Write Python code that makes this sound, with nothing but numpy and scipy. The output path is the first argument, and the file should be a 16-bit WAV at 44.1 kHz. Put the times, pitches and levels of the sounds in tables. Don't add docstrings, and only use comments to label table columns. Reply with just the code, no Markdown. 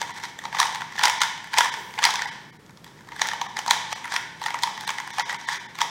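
import sys
import numpy as np
from scipy import signal
from scipy.fft import rfft, irfft, dct
from scipy.io import wavfile
from scipy.ndimage import uniform_filter1d

SR = 44100
rng = np.random.default_rng(int(sys.argv[2]) if len(sys.argv) > 2 else 0)


def amplitude_ratio(level_db):
    exponent = np.asarray(level_db, float) / 20
    return 10 ** exponent


def store_wav(level_fs):
    pcm = np.round(np.clip(np.atleast_2d(level_fs), -1, 1) * 32767)
    wavfile.write(sys.argv[1], SR, pcm.T.astype(np.int16))


N = 260190

# f/Hz, t60/ms, level/dB
HOLLOW_MODES = [(849, 13.9, -5), (907.8, 20.35, -0.5), (980.6, 23.7, -5.5), (1094, 10.1, -6)]
SHELL_MODES = [(1376, 11.3, -8.5), (1757, 9.6, -0.86), (1943, 14.1, -2.5), (2162, 6.3, -2.5)]
CRACK_MODES = [(3043, 5.5, -6.5), (3012, 6.46, -3), (3507, 5.6, 0.2), (3905, 6.84, -2), (4890, 2.56, 1),
               (5730, 7.1, -4), (6374, 3.4, -6.5)]
TICK_MODES = [(6800, 1.47, -1.5), (8440, 2.25, -1), (9160, 2.25, -4.5), (11130, 1.4, -8.5),
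              (12530, 2.4, -12), (13600, 2.5, -16), (14600, 1.2, -10)]


def snaps():
    contacts = locks() + knocks() + clacks() + catches() + touches() + grazes()
    s, crack_db, hollow_db, shell_db, tick_db = np.array(contacts).T
    chance = rng.standard_normal((len(s), 1600))
    force = blows(chance[:, 64:])
    near, around = 0, 0
    groups = [(HOLLOW_MODES, hollow_db - 0.3), (SHELL_MODES, shell_db - 0.3),
              (CRACK_MODES, 0 * s), (TICK_MODES, tick_db + 7)]
    for k, (modes, rel_db) in enumerate(groups):
        grip = chance[:, 16 * k:16 * k + 16]
        part = signal.fftconvolve(ring(modes, grip), force, axes=1)
        peak = np.abs(part).max(axis=1, keepdims=True)
        part = part / peak * amplitude_ratio(crack_db + rel_db + 0.5)[:, None]
        near = near + part
        even = np.pad(ring(modes, 0.3 * grip), ((0, 0), (512, 1023)))
        energy_ratio = np.sum(part ** 2, axis=1) / np.sum(even ** 2, axis=1)
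        around = around + even * np.sqrt(energy_ratio)[:, None]
    out = np.zeros((2, N + 4096))
    for start, a, b in zip((s * SR).astype(int), near, around):
        out[:, start:start + len(a)] += a, b
    return out[:, 512:N + 512]


# t/s, crack peak level/dB, hollow re crack/dB, shell re crack/dB
LOCKS = [(.0158, -16.5, 0, -2), (.601, -3.5, -3.5, -11.5), (0.6294, -15, 1, -3), (.993, -19, 0, 3),
         (1.0361, -4, -10.5, -5.5), (1.0548, -5.5, -7, -5), (1.081, -14, 0, -5), (1.0977, -8.5, -11, -12),
         (1.2166, -7.5, -6, -3), (1.234, -13.5, -7.5, -0.5), (1.5405, -17.5, -3.5, 2),
         (1.5849, -2.5, -7, -8), (1.6071, -8, -1.5, 1), (2.029, -17, -1, -4), (2.04, -5, -15, -3.5),
         (2.052, -5, -8, -3.5), (2.1064, -16.5, -3.5, -9), (2.1563, -17, -9.5, -4.5),
         (3.2172, -9.5, -3, -1), (3.287, -16.5, -7, -1.5), (3.4148, -15.5, -1.5, -5), (3.5904, -16, -3, -6),
         (3.6797, -17.5, 1, -11), (3.709, -2, -9, -6), (3.9279, -17.5, 0, -1), (4.1633, -13.5, -8, 5),
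         (4.4616, -15, -2.5, -2.5), (4.6345, -10.5, -5, -4), (5.1965, -16.5, 0, -1.5),
         (5.8161, -9, -1.5, -4.5)]


def locks():
    return [(*row, -15) for row in LOCKS]


# t/s, crack peak level/dB, hollow re crack/dB
KNOCKS = [(.0357, -39.5, 9), (.0942, -36.5, 8.5), (.4386, -34.5, 5), (0.4536, -26, 6),
          (0.5483, -28.5, 10.5), (.6544, -23.5, 1.5), (.9552, -39, 10), (1.0315, -25, 6), (1.2685, -31, 5),
          (1.6449, -21, 4), (1.6588, -25, 8.5), (2.0888, -27, 10), (2.1393, -21.5, 1), (3.0735, -46, 6),
          (3.1198, -36.5, 8.5), (3.3344, -26, 6.5), (3.466, -36.5, 10.5), (3.6627, -24, 3),
          (3.6902, -39, 18), (3.7643, -33, 11), (3.8168, -39, 7), (3.856, -45.5, 11), (3.978, -46, 13),
          (4.14, -21, 2.5), (4.4168, -30, 6.5), (4.5432, -24, 6.5), (4.6735, -29.5, 9), (4.691, -44.5, 19),
          (5.1839, -21, 5), (5.314, -42, 15)]


def knocks():
    return [(s, db, hollow_db, hollow_db - 4, -12) for s, db, hollow_db in KNOCKS]


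# t/s, crack peak level/dB, shell re crack/dB
CLACKS = [(.0276, -29, 2.5), (0.2526, -28.5, 2), (0.5276, -32.5, 8), (0.569, -28, 6), (0.5913, -24.5, 7),
          (0.6149, -21, 6.5), (.8185, -27, 6), (0.98, -36, 14.5), (1.0128, -30, 12.5), (1.072, -22, 10),
          (1.534, -25.5, 4), (1.5736, -20, 5), (1.7401, -24, 2.5), (1.978, -44.5, 20.5), (1.9893, -20.5, 7),
          (2.023, -25, 3), (2.069, -27.5, 13), (2.2201, -19, 1), (3.1949, -25, 3), (3.2547, -39.5, 19.5),
          (3.3145, -28.5, 5), (3.5689, -21, 1), (4.483, -27.5, 6.5), (4.8914, -20, 3), (4.9838, -25, 4.5),
          (5.2062, -27.5, 8), (5.295, -23.5, 7.5), (5.4872, -19.5, 5), (5.545, -31, 8), (5.806, -23, 2)]


def clacks():
    return [(s, db, shell_db - 5.5, shell_db, -15) for s, db, shell_db in CLACKS]


# t/s, crack peak level/dB, shell re crack/dB
CATCHES = [(.1747, -33, -13), (0.2366, -26.5, -0.5), (0.3891, -26.5, -1), (.67, -24, -4),
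           (.7482, -22, -1.5), (0.7572, -24, 0.5), (1.2057, -21.5, 1.5), (2.1924, -26.5, 6.5),
           (2.257, -25, 4.5), (2.8441, -31, -9.5), (3.271, -20, -15), (3.699, -25, -12), (3.7337, -24.5, 2),
           (4.1218, -21, 1.5), (4.4293, -29, -16), (4.439, -24, -5), (4.5052, -22.5, -1), (4.589, -27, -4),
           (4.6236, -25, -16), (4.777, -28, 1), (4.809, -25.5, -6), (4.836, -37, 6), (4.877, -19.5, -2),
           (4.9045, -18.5, -2), (5.001, -24.5, -0.5), (5.345, -26.5, 1.5), (5.4129, -33, -3),
           (5.5294, -26, -4.5), (5.7539, -31, -3), (5.788, -23.5, 0.5)]


def catches():
    return [(s, db, shell_db - 2.5, shell_db, -13.5) for s, db, shell_db in CATCHES]


# t/s, crack peak level/dB
TOUCHES = [(.1055, -36), (0.163, -39), (0.1828, -37), (0.2002, -39), (0.4173, -44), (.7251, -32),
           (.8083, -30), (.9238, -38.5), (1.3779, -38.5), (1.4426, -36), (1.4732, -40), (1.9092, -41),
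           (1.9395, -35), (2.294, -49), (2.6947, -48), (2.8652, -46), (2.9733, -53), (2.9892, -54),
           (3.008, -48), (3.0882, -40.5), (3.132, -46), (3.163, -36.5), (4.0438, -31), (4.0548, -32.5),
           (4.0781, -35.5), (4.3737, -48), (4.556, -35), (5.0759, -33), (5.1047, -33.5), (5.3279, -29)]


def touches():
    return [(s, db, 1, 6.5, -9) for s, db in TOUCHES]


# t/s, crack peak level/dB
GRAZES = [
    (0.9869, -22.5),
    (2.6635, -44),
    (2.7073, -43),
    (2.7734, -39.5),
    (3.917, -30),
    (4.398, -41),
    (4.4682, -25),
    (5.4942, -24.5),
]


def grazes():
    return [(s, db, -12, -12, -14.5) for s, db in GRAZES]


def blows(chance, lead=512):
    runup_ms, rebound_ms, chatter_ms = 4.2, 1.86, 6.5
    t_ms = (np.arange(chance.shape[1]) - lead) / SR * 1000
    after_ms = np.maximum(t_ms, 0)
    runup = chance ** 3 * np.exp(np.minimum(t_ms, 0) / runup_ms) * (t_ms < 0)
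    rebounds = chance ** 5 * np.exp(-after_ms / rebound_ms) * (t_ms > 0)
    chatter = chance[:, ::-1] ** 3 * np.exp(-after_ms / chatter_ms) * (t_ms > 0)
    force = 0
    for stage, db in [(runup, -15), (rebounds, -7), (chatter, -21)]:
        force = force + amplitude_ratio(db) * stage / np.abs(stage).max(axis=1, keepdims=True)
    force[:, lead] = 1
    return force


def ring(modes, chance, detune=0.03, scatter_db=3, size=1500):
    hz, t60_ms, db = np.transpose(modes)
    t = np.arange(size) / SR
    hz = hz * (1 + detune * chance[:, :len(hz)])
    sign = (-1.0) ** np.arange(len(db))
    gain = amplitude_ratio(db + scatter_db * chance[:, -len(db):]) * sign
    fade = np.exp(-np.log(1000) * t / (t60_ms[:, None] / 1000))
    return np.einsum("em,emt,mt->et", gain, np.sin(2 * np.pi * hz[..., None] * t), fade)


def sliding():
    grains = rng.standard_normal(N) * amplitude_ratio(3.8 * np.minimum(rng.exponential(size=N), 7))
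    grains = grains * amplitude_ratio(8.3 * walk(80))
    scrape = 0
    for modes, db in [(HOLLOW_MODES, -4), (SHELL_MODES, -4.5), (CRACK_MODES, -5), (TICK_MODES, -17)]:
        response = ring(modes, np.zeros((1, 16)))[0]
        scrape = scrape + level(signal.fftconvolve(grains, response)[:N], db)
    return amplitude_ratio(-5) * speed() * scrape


# t/s of top speed, scrape level/dB, spin-up/s
TURNS = [(0., -26.5, .1), (0.173, -37.5, 0.33), (.243, -31.5, 0.044), (.451, -37.5, 0.076),
         (0.608, -21, .11), (1.042, -20, 0.13), (1.223, -21, 0.063), (1.592, -16.5, 0.091),
         (2.049, -23, .13), (2.26, -36, 0.27), (2.86, -62, .03), (3.217, -32, 0.16), (3.418, -40, .06),
         (3.58, -28, .035), (3.714, -27.5, .08), (3.928, -27.5, .045), (4.12, -29, .03), (4.155, -26, 0.12),
         (4.433, -28, 0.045), (4.641, -38, .12), (4.893, -31, 0.28), (4.993, -37, .14), (5.196, -29.5, 0.2),
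         (5.303, -28, 0.052), (5.534, -26.5, 0.19), (5.817, -26.5, 0.066)]


def speed():
    spin_db, coast_s = 25.5, 0.097
    grip_db, grip_s = -47.5, 0.35
    t, power = np.arange(N) / SR, 0
    since_s = np.full(N, np.inf)
    for s, db, spin_s in TURNS:
        away = np.where(t < s, (s - t) / spin_s, (t - s) / coast_s)
        power = power + amplitude_ratio(db - spin_db * away) ** 2
        since_s = np.minimum(since_s, np.where(t < s, np.inf, t - s))
    grip = amplitude_ratio(grip_db - spin_db * np.minimum(since_s, t) / grip_s)
    return np.sqrt(power + grip ** 2)


# f/Hz, t60/s, level/dB
ROOM = [(497.5, 0.83, 8), (1010, 0.77, -0.3), (2160, 0.82, 0.53), (3920, 0.76, -2), (7590, 0.66, -2.5),
        (14300, 0.32, 3)]


def room(x):
    gap_ms, rise_ms = 1.1, 4.1
    t = np.arange(int(1.2 * SR)) / SR
    noise, tail = rng.standard_normal(len(t)), 0
    for hz, t60, db in ROOM:
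        octave = [(hz / 2.01, -60), (hz / 1.5, -6), (hz, 0), (hz * 1.5, -6), (hz * 2.01, -60)]
        tail = tail + amplitude_ratio(db - 60 * t / t60) * colour(noise, octave)
    tail = tail * np.clip((t * 1000 - gap_ms) / rise_ms, 0, 1)
    return signal.fftconvolve(x, amplitude_ratio(-6) * tail / np.sqrt(np.sum(tail ** 2)))[:N]


# t/s, level/dB
DRONE = [
    (1.55, -74),
    (1.8, -48.5),
    (2.2, -59),
    (2.4, -77),
]


def drone():
    tone = level(colour(rng.standard_normal(N), [(280, -30), (350, -2), (480, 0), (650, -25)]), 0)
    s, db = np.transpose(DRONE)
    return tone * amplitude_ratio(np.interp(np.arange(N) / SR, s, db))


# f/Hz, level/dB per Hz
HUM = [(20, -29), (41, -17), (100, -7.5), (135, -0.4), (170, -1), (206, -3), (263, -8), (384, -8.5),
       (624, -16), (1790, -17.5), (2690, -27), (5570, -28.5), (16000, -41)]


def hum():
    return level(colour(rng.standard_normal(N), HUM), -50.5) * amplitude_ratio(2.2 * walk(3.8))


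def level(x, db):
    return x * amplitude_ratio(db) / np.sqrt(np.mean(x ** 2))


def colour(x, points):
    hz, db = np.transpose(points)
    axis_hz = np.maximum(np.fft.rfftfreq(len(x), 1 / SR), 1)
    gain = amplitude_ratio(np.interp(np.log(axis_hz), np.log(hz), db))
    return irfft(rfft(x) * gain, len(x))


def walk(rate):
    k = int(SR / rate)
    held = np.repeat(rng.standard_normal(N // k + 1), k)
    return 0.45 * uniform_filter1d(uniform_filter1d(held, k), k)[:N]


def scene():
    near, around = snaps() + sliding()
    cube = colour(near + room(around), [(100, -33), (400, -8.0), (620, -4.5), (780, 1.02)])
    return (cube + hum() + drone())[None]


# t/s, strongest lines kept, level/dB left of the rest
THINNED = [(.13, 60, -11), (1.197, 60, -14), (1.71, 40, -16), (2.264, 40, -14), (2.305, 40, -14),
           (2.517, 25, -18), (2.583, 20, -18), (3.477, 40, -14), (3.945, 25, -24), (4.862, 30, -18),
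           (5.123, 30, -18), (5.235, 50, -30), (5.245, 50, -40), (5.378, 35, -18), (5.465, 25, -28),
           (5.59, 35, -15), (5.677, 35, -18)]


def thin_out(x, size=1600):
    y, window = x.copy(), signal.windows.tukey(size, 0.85)
    hz = np.arange(size) * SR / 2 / size
    favour = (hz + 100) ** 0.8 * (hz < 6600)
    for s, kept, left_db in THINNED:
        part = slice(int(s * SR) - size // 2, int(s * SR) + size // 2)
        lines = dct(y[part] * window, type=4, norm="ortho")
        weight = np.abs(lines) * favour
        weak = (weight < np.sort(weight)[-int(kept)]) & (hz > 450)
        y[part] -= (1 - amplitude_ratio(left_db)) * window * dct(lines * weak, type=4, norm="ortho")
    return y


def low_pass(x):
    return signal.sosfilt(signal.butter(12, 16510, fs=SR, output="sos"), x)


def record(dry):
    bent = np.clip(dry[0] - 0.053 * dry[0] ** 2, -0.86, 0.86)
    cut = signal.sosfilt(signal.ellip(8, 0.3, 60, 15900, fs=SR, output="sos"), bent)
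    mix = thin_out(cut)[None]
    return low_pass(mix)


dry = scene()
out = record(dry)
store_wav(out)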